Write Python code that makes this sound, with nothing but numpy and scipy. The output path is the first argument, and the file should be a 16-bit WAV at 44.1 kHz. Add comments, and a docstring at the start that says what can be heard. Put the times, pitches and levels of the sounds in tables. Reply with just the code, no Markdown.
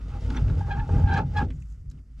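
"""A side window is wound by its crank inside an old car, heard close by in stereo, then comes to rest.
The door panel and cabin boom (shaped noise); the glass scrapes in its channel (three bands of rubbing noise).
Where the glass binds it judders into a rough squeal: overtones on one unsteady pitch over a gated rasp.
The mechanism ticks now and then (short ringing noise bursts); behind it a quiet hall hisses and
a faint rustle follows as things settle."""
import sys
import numpy as np
from scipy import signal
from scipy.fft import rfft, irfft, next_fast_len
from scipy.io import wavfile
from scipy.ndimage import uniform_filter1d, map_coordinates

SR = 44100
rng = np.random.default_rng(int(sys.argv[2]) if len(sys.argv) > 2 else 0)


def file_out(sig):
    """Save sig as 16-bit WAV at sys.argv[1]."""
    # one column per channel
    cols = np.atleast_2d(sig).T
    # limit, then scale
    lim = np.clip(cols, -1, 1)
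    pcm = np.round(lim * 32767).astype(np.int16)
    wavfile.write(sys.argv[1], SR, pcm)


N = 97020  # samples, 2.2 s

# Boom of the door over time: time_s, deep_level_db, panel_low_level_db, panel_high_level_db
BOOM_LEVELS = [(0.0, -34.5, -48.5, -51.5), (0.05, -33.5, -57, -42), (0.14, -32, -32.5, -48),
               (0.2, -36.5, -40, -47.5), (0.24, -26.5, -29.5, -33.5), (0.36, -28, -51, -40.5),
               (0.43, -23.5, -28, -28), (0.48, -22.5, -24, -37), (0.52, -20, -29, -25),
               (0.6, -43, -25, -37), (0.63, -33.5, -25, -33), (0.7, -32.5, -32, -38),
               (0.77, -29, -37, -31.5), (0.8, -26, -28, -31.5), (0.87, -36, -39.5, -40.5),
               (0.92, -26, -21.5, -28), (0.99, -24, -33.5, -23), (1.04, -23, -16.5, -27.5),
               (1.1, -26, -23, -37), (1.15, -34.5, -26, -27), (1.22, -32.5, -24, -24.5),
               (1.33, -34, -39, -32.5), (1.36, -31.5, -22, -39.5), (1.41, -34.5, -25, -30.5),
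               (1.46, -46, -30, -34), (1.52, -26.5, -54, -42), (1.57, -38, -41.5, -38.5),
               (1.68, -37, -51, -55.5), (1.95, -39, -48.5, -44), (2.05, -49.5, -59, -62),
               (2.2, -37, -69, -52)]
# Spectrum of the deep cabin air: freq_hz, relative_density_db (per Hz)
CABIN_AIR_SPECTRUM = [(10, -38.5), (22, -14), (32, -6), (42, -3), (54, 4), (66, -6), (80, -26.5),
                      (120, -90.5)]
# Spectrum of the panel's modes: freq_hz, relative_density_db (per Hz)
PANEL_SPECTRUM = [(45, -46.5), (64, -6.5), (75, -13), (91, 5.5), (105, -19.5), (125, -8), (149, -12.5),
                  (176, -13.5), (200, -34), (260, -41.5), (400, -120)]
PANEL_SPLIT_HZ = 110  # between the panel's low and high modes


def boom():
    """Cabin air and door panel shaken by the crank: low noise shaped by their modes."""
    deep_db, *panel_db = curves(BOOM_LEVELS)
    deep = even(rush(gain_of(CABIN_AIR_SPECTRUM), grain_db=0), size=5000)
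    out = amp(deep_db) * deep
    for level_db, gain in zip(panel_db, halves(PANEL_SPECTRUM, PANEL_SPLIT_HZ)):
        modes = even(rush(gain, grain_db=0.5), size=4000)
        out = out + amp(level_db + 1.3 * wobble(13.44)) * modes
    return out


# Rubbing over time, middle and hiss before a fixed lift:
# time_s, low_grind_level_db, high_grind_level_db, middle_level_db, hiss_level_db
RUB_LEVELS = [(0.0, -59, -55, -62, -69), (0.02, -56.5, -67, -64.5, -68.5), (0.08, -49, -53.5, -63.5, -63.5),
              (0.12, -52, -61.5, -56, -63.5), (0.15, -43.5, -52.5, -53, -63), (0.2, -52, -55.5, -66, -64),
              (0.24, -46.5, -48.5, -61, -59), (0.38, -33.5, -48, -46, -57), (0.42, -44.5, -49, -58, -61),
              (0.51, -39.5, -48.5, -55.5, -61), (0.57, -42, -48, -58.5, -62.5),
              (0.65, -51.5, -59.5, -59.5, -63.5), (0.69, -45, -48, -53.5, -63),
              (0.78, -44.5, -52, -50, -64), (0.85, -48, -58.5, -57, -64.5), (0.884, -46, -51, -62, -61),
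              (0.896, -43, -44.5, -52, -58.5), (0.96, -32, -38.5, -50, -57), (1.0, -29, -36, -48, -55.5),
              (1.03, -43.5, -51.5, -59, -63), (1.11, -33, -45, -43, -64.5), (1.14, -41, -47.5, -49.5, -71),
              (1.19, -31.5, -33, -35.5, -71.5), (1.26, -45.5, -57.5, -70, -71),
              (1.32, -54, -56, -66.5, -66), (1.4, -45.5, -45.5, -43, -62), (1.42, -26.5, -37, -41.5, -56.5),
              (1.47, -40.5, -50, -72, -72.5), (1.57, -52.5, -67.5, -74, -75), (1.66, -69, -83, -77.5, -80),
              (1.71, -63, -76.5, -75, -76), (1.84, -66, -77.5, -85.5, -87),
              (1.99, -56, -71.5, -75.5, -78.5), (2.03, -67.5, -80, -87.5, -95),
              (2.17, -67.5, -82, -79.5, -76.5), (2.2, -58, -68, -70.5, -65)]
# Spectrum of the grind: freq_hz, relative_density_db (per Hz)
GRIND_SPECTRUM = [(120, -37), (200, -1.5), (243, 3.5), (344, -10.5), (417, -12.5), (515, -15.5), (559, -20),
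                  (679, -19.5), (750, -27), (980, -50), (1650, -120)]
# Spectrum of the middle rub: freq_hz, relative_density_db (per Hz)
MIDDLE_SPECTRUM = [(600, -38), (800, 1.5), (1000, -1), (1270, 5), (1450, 3.5), (1900, -14.5), (2600, -7.5),
                   (4000, -49)]
# Spectrum of the hiss before the pane's lifts: freq_hz, relative_density_db (per Hz)
HISS_SPECTRUM = [(1180, -21.5), (2000, 3.5), (2440, -6.5), (2720, -1), (3290, -4.5), (3590, -2),
                 (4010, -7.5), (5940, -7), (12000, -25.5), (13200, -35)]
# Resonances of the pane: pitch_hz, width_hz, lift_db
PANE_RESONANCES = [(2450, 79, -4), (3080, 94, 5.5), (3270, 100, -2.5), (4800, 170, 4), (6000, 120, -5),
                   (6870, 150, 3.5)]
GRIND_SPLIT_HZ = 390  # between the low and high grind


def pane_gain(hz):
    """Response of the hiss, lifted in a bell around each resonance of the glass."""
    lift_db = sum(db / (1 + (2 * (hz - centre) / width) ** 2) for centre, width, db in PANE_RESONANCES)
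    return amp(along(HISS_SPECTRUM, hz) + lift_db)


def scrape():
    """Glass rubbing the channel: a low grind, a middle rub and a hiss lifted by the pane's resonances."""
    *grind_db, middle_db, hiss_db = curves(RUB_LEVELS)
    flutter_db = 1.4 * wobble(30.75)  # shared by all the bands
    rub = amp(middle_db + 2) * rush(gain_of(MIDDLE_SPECTRUM), grain_db=1.5)
    rub = rub + amp(hiss_db + 1.5) * rush(pane_gain, grain_db=1.5)
    for level_db, gain in zip(grind_db, halves(GRIND_SPECTRUM, GRIND_SPLIT_HZ)):
        rub = rub + amp(level_db) * rush(gain, grain_db=0.5)
    return amp(flutter_db) * rub


# Squeal over time, levels before a fixed trim:
# time_s, fundamental_level_db, neighbour_level_db, octave_level_db, roughness (0-1)
SQUEAL_LEVELS = [(0.08, -68, -75, -80, 0.47), (0.142, -52.5, -73, -69, 0.54),
                 (0.166, -46.5, -66, -83.5, 0.54), (0.24, -86, -63, -75.5, 0.31),
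                 (0.314, -54, -48.5, -73, 0.3), (0.334, -56, -62, -69, 0.54), (0.37, -50, -46, -45, 0.44),
                 (0.394, -52, -44, -65, 0.37), (0.416, -63, -69.5, -72, 0.53),
                 (0.514, -63, -59.5, -74, 0.42), (0.582, -59, -61, -66, 0.46), (0.602, -53, -63, -64, 0.41),
                 (0.613, -40, -42.5, -46.5, 0.15), (0.63, -50, -52, -56, 0.28),
                 (0.656, -51, -67, -54, 0.53), (0.688, -45, -52, -61, 0.5),
                 (0.712, -33.5, -37, -31.5, 0.44), (0.75, -41, -62, -43, 0.3),
                 (0.775, -40, -45.5, -49, 0.64), (0.798, -41.5, -37, -37.5, 0.54),
                 (0.83, -41.5, -45, -58, 0.37), (0.864, -54, -60, -71, 0.44), (0.9, -46.5, -41, -65, 0.35),
                 (0.95, -41, -66, -64, 0.22), (0.994, -47.5, -42, -47.5, 0.36),
                 (1.018, -46, -49.5, -62, 0.31), (1.064, -40, -52, -48.5, 0.22),
                 (1.088, -38.5, -37, -33.5, 0.38), (1.148, -30, -36, -28, 0.35),
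                 (1.19, -30, -32, -30.5, 0.65), (1.234, -45, -46, -69.5, 0.4),
                 (1.266, -59.5, -70.5, -72, 0.29), (1.324, -66, -69, -79, 0.3),
                 (1.368, -30, -48, -30, 0.38), (1.39, -27, -33, -26, 0.19),
                 (1.426, -35, -45.5, -38.5, 0.54), (1.45, -49, -56, -65.5, 0.8), (1.48, -66, -72, -82, 0.9)]
# Centre of the unsteady pitch: time_s, pitch_hz
SQUEAL_PITCH = [(0.6, 810), (0.76, 804.5), (0.8, 858), (0.9, 819), (1.15, 805), (1.19, 824.5),
                (1.37, 828.6), (1.42, 820)]
# Higher overtones, before a fixed trim: multiple of the pitch, relative_level_db
OVERTONES = [(3, 2.5), (4, -0.5), (5, -5), (6, 0), (7, -10.5), (8, -7.5), (9, -17.5), (10, -17.5)]
# One list per squeak: time_s, lower_rasp_level_db, upper_rasp_level_db, overtones_over_rasp_db (before trim)
SQUEAKS = [
    [(0.68, -69, -65, -11), (0.706, -53, -74, -10.5), (0.714, -48.5, -59, 6.5), (0.728, -44.5, -66, 1.5),
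     (0.742, -59.5, -74, -1.5), (0.786, -61, -68, -8), (0.8, -46.5, -70, -1.5), (0.83, -74, -70, -8)],
    [(1.06, -65, -72, -8.5), (1.09, -42, -62.5, -7), (1.098, -45, -58, -8), (1.11, -55, -67.5, 5),
     (1.142, -39.5, -46, 3), (1.156, -46, -60, 4.5), (1.184, -38.5, -47, -2.5), (1.204, -50, -61, -11),
     (1.24, -75, -78, -12.5)],
    [(1.34, -72, -66.5, -14.5), (1.356, -61, -73.5, -2.5), (1.372, -41.5, -52, 4.5),
     (1.39, -45.5, -53.5, 3), (1.414, -44, -63, -8.5), (1.44, -56, -68, -12.5), (1.47, -77.5, -77, -12)],
]
# Response of the rasp: freq_hz, relative_level_db
RASP_SPECTRUM = [(1200, -17.5), (2000, -0.5), (3000, 0.5), (4100, -6), (4200, 7), (6000, -2), (9000, -16),
                 (13000, -34.5)]
RASP_SPLIT_HZ = 4150  # between the lower and upper rasp
NEIGHBOUR_HZ = 894.7  # a second mode of the pane, beating with the first
SUM_TONE_DB = -11.5  # sum tone of both modes, relative to the octave
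DRIFT_HZ, JITTER_HZ = 5, 25.87  # scale of the slow pitch drift; of the fast jitter at full roughness
SMEAR_RATE = 129.8  # knots a second in the fundamental's smear


def flutter(rate):
    """A random complex curve of rms 1 that smears the tone it multiplies."""
    return unit(wobble(rate) + 1j * wobble(rate))


def squeal():
    """Stick-slip judder: overtones share one unsteady pitch, each smeared alone, over a rasp gated by slips."""
    first_db, neighbour_db, octave_db, rough = curves(SQUEAL_LEVELS)
    s = np.arange(N) / SR
    drift = DRIFT_HZ * wobble(18)
    jitter = JITTER_HZ * rough * wobble(160)
    phase = 2 * np.pi * np.cumsum(curves(SQUEAL_PITCH)[0] + drift + jitter) / SR

    def partial(k):
        """Overtone k: roughness trades its steady part for smear, faster in higher overtones."""
        smear = np.sqrt(1 - rough) + np.sqrt(rough) * flutter(SMEAR_RATE * np.sqrt(k))
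        return smear * np.exp(1j * k * phase)

    neighbour = np.exp(2j * np.pi * NEIGHBOUR_HZ * s) * even(flutter(69.86))
    sum_tone = amp(SUM_TONE_DB) * neighbour * np.exp(1j * phase)
    tone = amp(first_db + 1.5) * even(partial(1))
    tone = tone + amp(neighbour_db + 3) * neighbour
    tone = tone + amp(octave_db - 1.0) * even(partial(2) + sum_tone)

    gritty = 0
    for k, db in OVERTONES:
        patches = amp(db - 7 + 4.0 * wobble(60.4))
        gritty = gritty + patches * even(partial(k), size=500).real

    slips = 1 + np.cos(phase)  # opens the rasp once per cycle of the pitch
    rasp = unit(filtered(rng.standard_normal(N) * slips, gain_of(RASP_SPECTRUM)))
    # each squeak is silent outside its own rows
    lower, upper, clear = sum(amp(curves(rows)) * between(rows) for rows in SQUEAKS)
    grit = clear * gritty + amp(1.66 * wobble(60.4)) * rasp
    low, high = filtered(grit, lambda hz: np.array([hz < RASP_SPLIT_HZ, hz >= RASP_SPLIT_HZ]))
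    return (tone.real + lower * low + upper * high) * between(SQUEAL_LEVELS)


# Contacts in the mechanism, level before rise and air loss:
# start_s, level_db, pitch_hz, t60_s, sharpness (Q of each of two ring filters)
TICKS = [(0.2073, -55.5, 5050, 0.05, 1.4), (0.3021, -38, 4000, 0.015, 0.96),
         (0.306, -45, 3200, 0.017, 1.34), (0.302, -39, 1200, 0.037, 0.81), (0.347, -45, 1800, 0.044, .8),
         (.362, -44.5, 5930, 0.035, 14), (0.3665, -44, 6030, 0.024, 14), (.3690, -36.5, 3510, 0.031, 18),
         (0.365, -38.5, 1660, 0.033, 1.5), (0.371, -34.5, 1700, 0.035, 0.94),
         (0.481, -41, 1600, 0.022, 1.2), (0.498, -39.5, 1500, 0.025, 5), (0.5, -42.5, 3300, 0.011, 4),
         (.5085, -55, 3500, 0.016, 3.3), (0.891, -41, 1440, 0.032, 5.8), (0.890, -34.5, 546, 0.077, 1.4),
         (1.485, -54, 2000, 0.016, 1), (1.5033, -46, 1880, 0.04, 1.34), (1.504, -56, 6510, 0.028, 0.74),
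         (1.521, -58, 1970, 0.033, 2.4), (1.556, -60, 6960, 0.026, 3), (1.602, -54, 7400, .015, 2),
         (1.6207, -53.5, 2350, 0.024, 3.9), (1.621, -54.5, 6740, 0.022, 6.1), (1.6581, -68, 6500, 0.018, 1),
         (1.7226, -53.5, 7260, 0.016, 1.2), (1.8991, -46, 6840, 0.017, 2.1),
         (1.9117, -53, 5000, 0.03, 0.61), (1.913, -50.5, 11800, .012, 5), (1.9142, -62.5, 1500, 0.038, 2),
         (1.976, -66.5, 2960, 0.017, 8), (1.988, -62, 2410, 0.018, 5)]
TICK_RISE_S = .0012  # time constant
CRACK_DB, CRACK_T60_S = -24, .0079  # crack relative to its tick


def ticks():
    """Small contacts in the mechanism: a faint crack and a short burst of noise ringing around a pitch."""
    out, t = np.zeros(N + SR), np.arange(SR // 10) / SR
    for start_s, level_db, pitch_hz, t60_s, sharpness in TICKS:
        ring_noise, crack_noise = rng.standard_normal((2, len(t)))
        b, a = signal.iirpeak(pitch_hz, sharpness, SR)
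        shape = amp(-60 * t / t60_s) * (1 - np.exp(-t / TICK_RISE_S))
        ring = signal.lfilter(b, a, signal.lfilter(b, a, ring_noise)) * shape
        ring = ring * np.linalg.norm(shape) / np.linalg.norm(ring)  # same energy for any sharpness
        crack = amp(CRACK_DB - 60 * t / CRACK_T60_S) * crack_noise
        out[round(start_s * SR):][:len(t)] += amp(level_db) * (ring + crack)
    return filtered(out[:N], lambda hz: 1 / (1 + (hz / 9000) ** 4))  # duller treble


# Spectrum of the hall: freq_hz, relative_density_db (per Hz)
HALL_SPECTRUM = [(150, -31), (250, -10), (912, -56), (1740, -13.5), (1920, -13.5), (3680, -36.5),
                 (4710, -16.5), (9310, -24), (10600, -29), (13200, -30.5)]
HALL_DB = -80  # centre of the hall's unsteady level
# Faint high rustle as things settle, centre of its unsteady level: time_s, level_db
RUSTLE_LEVELS = [(1.5, -78.5), (1.592, -78.5), (1.726, -75.5), (1.914, -103), (2.0, -91)]
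# Spectrum of the rustle: freq_hz, relative_density_db (per Hz)
RUSTLE_SPECTRUM = [(2500, -23), (4500, -5), (7000, 7.5), (9000, -4), (13000, -11)]


def background():
    """The hall's uneven hiss and a faint rustle after the winding stops, both shaped noise."""
    hiss = rush(lambda hz: amp(along(HALL_SPECTRUM, hz)) * (hz > 500), grain_db=0.5)
    hall = amp(HALL_DB + 1.0 * wobble(4.1)) * hiss
    rustle_db = curves(RUSTLE_LEVELS)[0] + 3.1 * wobble(48)
    rustle = amp(rustle_db) * rush(gain_of(RUSTLE_SPECTRUM), grain_db=3)
    return hall + rustle * between(RUSTLE_LEVELS)


CABIN_DB, CABIN_T60_S = -11, .06  # tail relative to the direct sound, and its decay


def placed(x):
    """A sound from the door with the short tail of the cabin, its stereo image unsteady."""
    t = np.arange(SR // 6) / SR
    tail = rng.standard_normal(len(t)) * amp(-60 * t / CABIN_T60_S)
    mid = x + amp(CABIN_DB) * signal.fftconvolve(x, tail / np.linalg.norm(tail))[:N]
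    return stereo(mid, mid * unit(wobble(78)))


# Stereo width at the microphones: freq_hz, side_under_mid_db
STEREO_WIDTH = [(60, -30), (120, -37), (230, -23), (450, -12), (870, -8), (1710, -9), (3340, -4),
                (6520, -9), (12700, -10)]
# Balance of the microphones: freq_hz, left_over_right_db
STEREO_LEAN = [(60, 0.1), (130, 0.1), (280, 0.8), (600, -0.5), (1280, -1), (2760, 0), (5930, 1), (12700, 1)]
STEADY = .4  # share of the side's power that is a fixed lag


def stereo(mid, other):
    """Two microphone ports close together: the side is part quarter-cycle lag of mid, part other."""
    mix = np.sqrt(STEADY) * mid + np.sqrt(1 - STEADY) * other
    side = filtered(mix, lambda hz: -1j * amp(along(STEREO_WIDTH, hz)))
    share = np.array([[.5], [-.5]])  # left gains half the lean, right loses half
    return filtered(np.array([mid + side, mid - side]), lambda hz: amp(share * along(STEREO_LEAN, hz)))


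def rush(gain, grain_db):
    """Stereo noise of rms 1, its size flickering in grains."""
    noise = rng.standard_normal((2, N)) * amp(grain_db * wobble(300))
    return unit(stereo(*filtered(noise, gain)))


def even(z, size=1300):
    """A fluttering signal held near rms 1 over size samples."""
    power = np.abs(z) ** 2
    if z.ndim > 1:
        power = power.mean(0)  # both channels share one gain
    return z / np.sqrt(np.abs(uniform_filter1d(power, size=size)) + 1e-6)


def halves(spectrum, split_hz):
    """Gains of the parts of a spectrum below and above a frequency."""
    return [lambda hz, p=p: amp(along(spectrum, hz)) / np.sqrt(1 + ((hz + 1) / split_hz) ** p)
            for p in (16, -16)]


def gain_of(spectrum):
    """The response that follows a table of (Hz, dB)."""
    return lambda hz: amp(along(spectrum, hz))


def filtered(x, response):
    """x times a response of frequency."""
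    m = next_fast_len(N + 8192)
    return irfft(rfft(x, m) * response(np.fft.rfftfreq(m, 1 / SR)), m)[..., :N]


def along(points, hz):
    """(Hz, value) points read on a log frequency axis."""
    f, v = np.transpose(points)
    return np.interp(np.log(hz + 1), np.log(f + 1), v)


def curves(rows):
    """One value per sample for each column after the time."""
    s, *cols = np.transpose(rows)
    return [np.interp(np.arange(N) / SR, s, c) for c in cols]


def between(rows):
    """True from the first row's time to the last row's."""
    s = np.arange(N) / SR
    return (s > rows[0][0]) * (s < rows[-1][0])


def wobble(rate):
    """A smooth random curve, rate knots a second."""
    return map_coordinates(rng.standard_normal(3000), [np.arange(N) * rate / SR])


def amp(db):
    """Gain of a dB value."""
    return 10 ** (np.asarray(db) / 20)


def unit(x):
    """Scaled to rms 1."""
    return x / np.sqrt(np.mean(np.abs(x) ** 2) + 1e-20)


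def scene():
    """All sources together."""
    return boom() + scrape() + placed(squeal()) + placed(ticks()) + background()


TOP_HZ = 13350


def record(dry):
    """The microphone chain keeps nothing above its band limit."""
    return filtered(dry, lambda hz: hz < TOP_HZ)


dry = scene()
out = record(dry)
file_out(out)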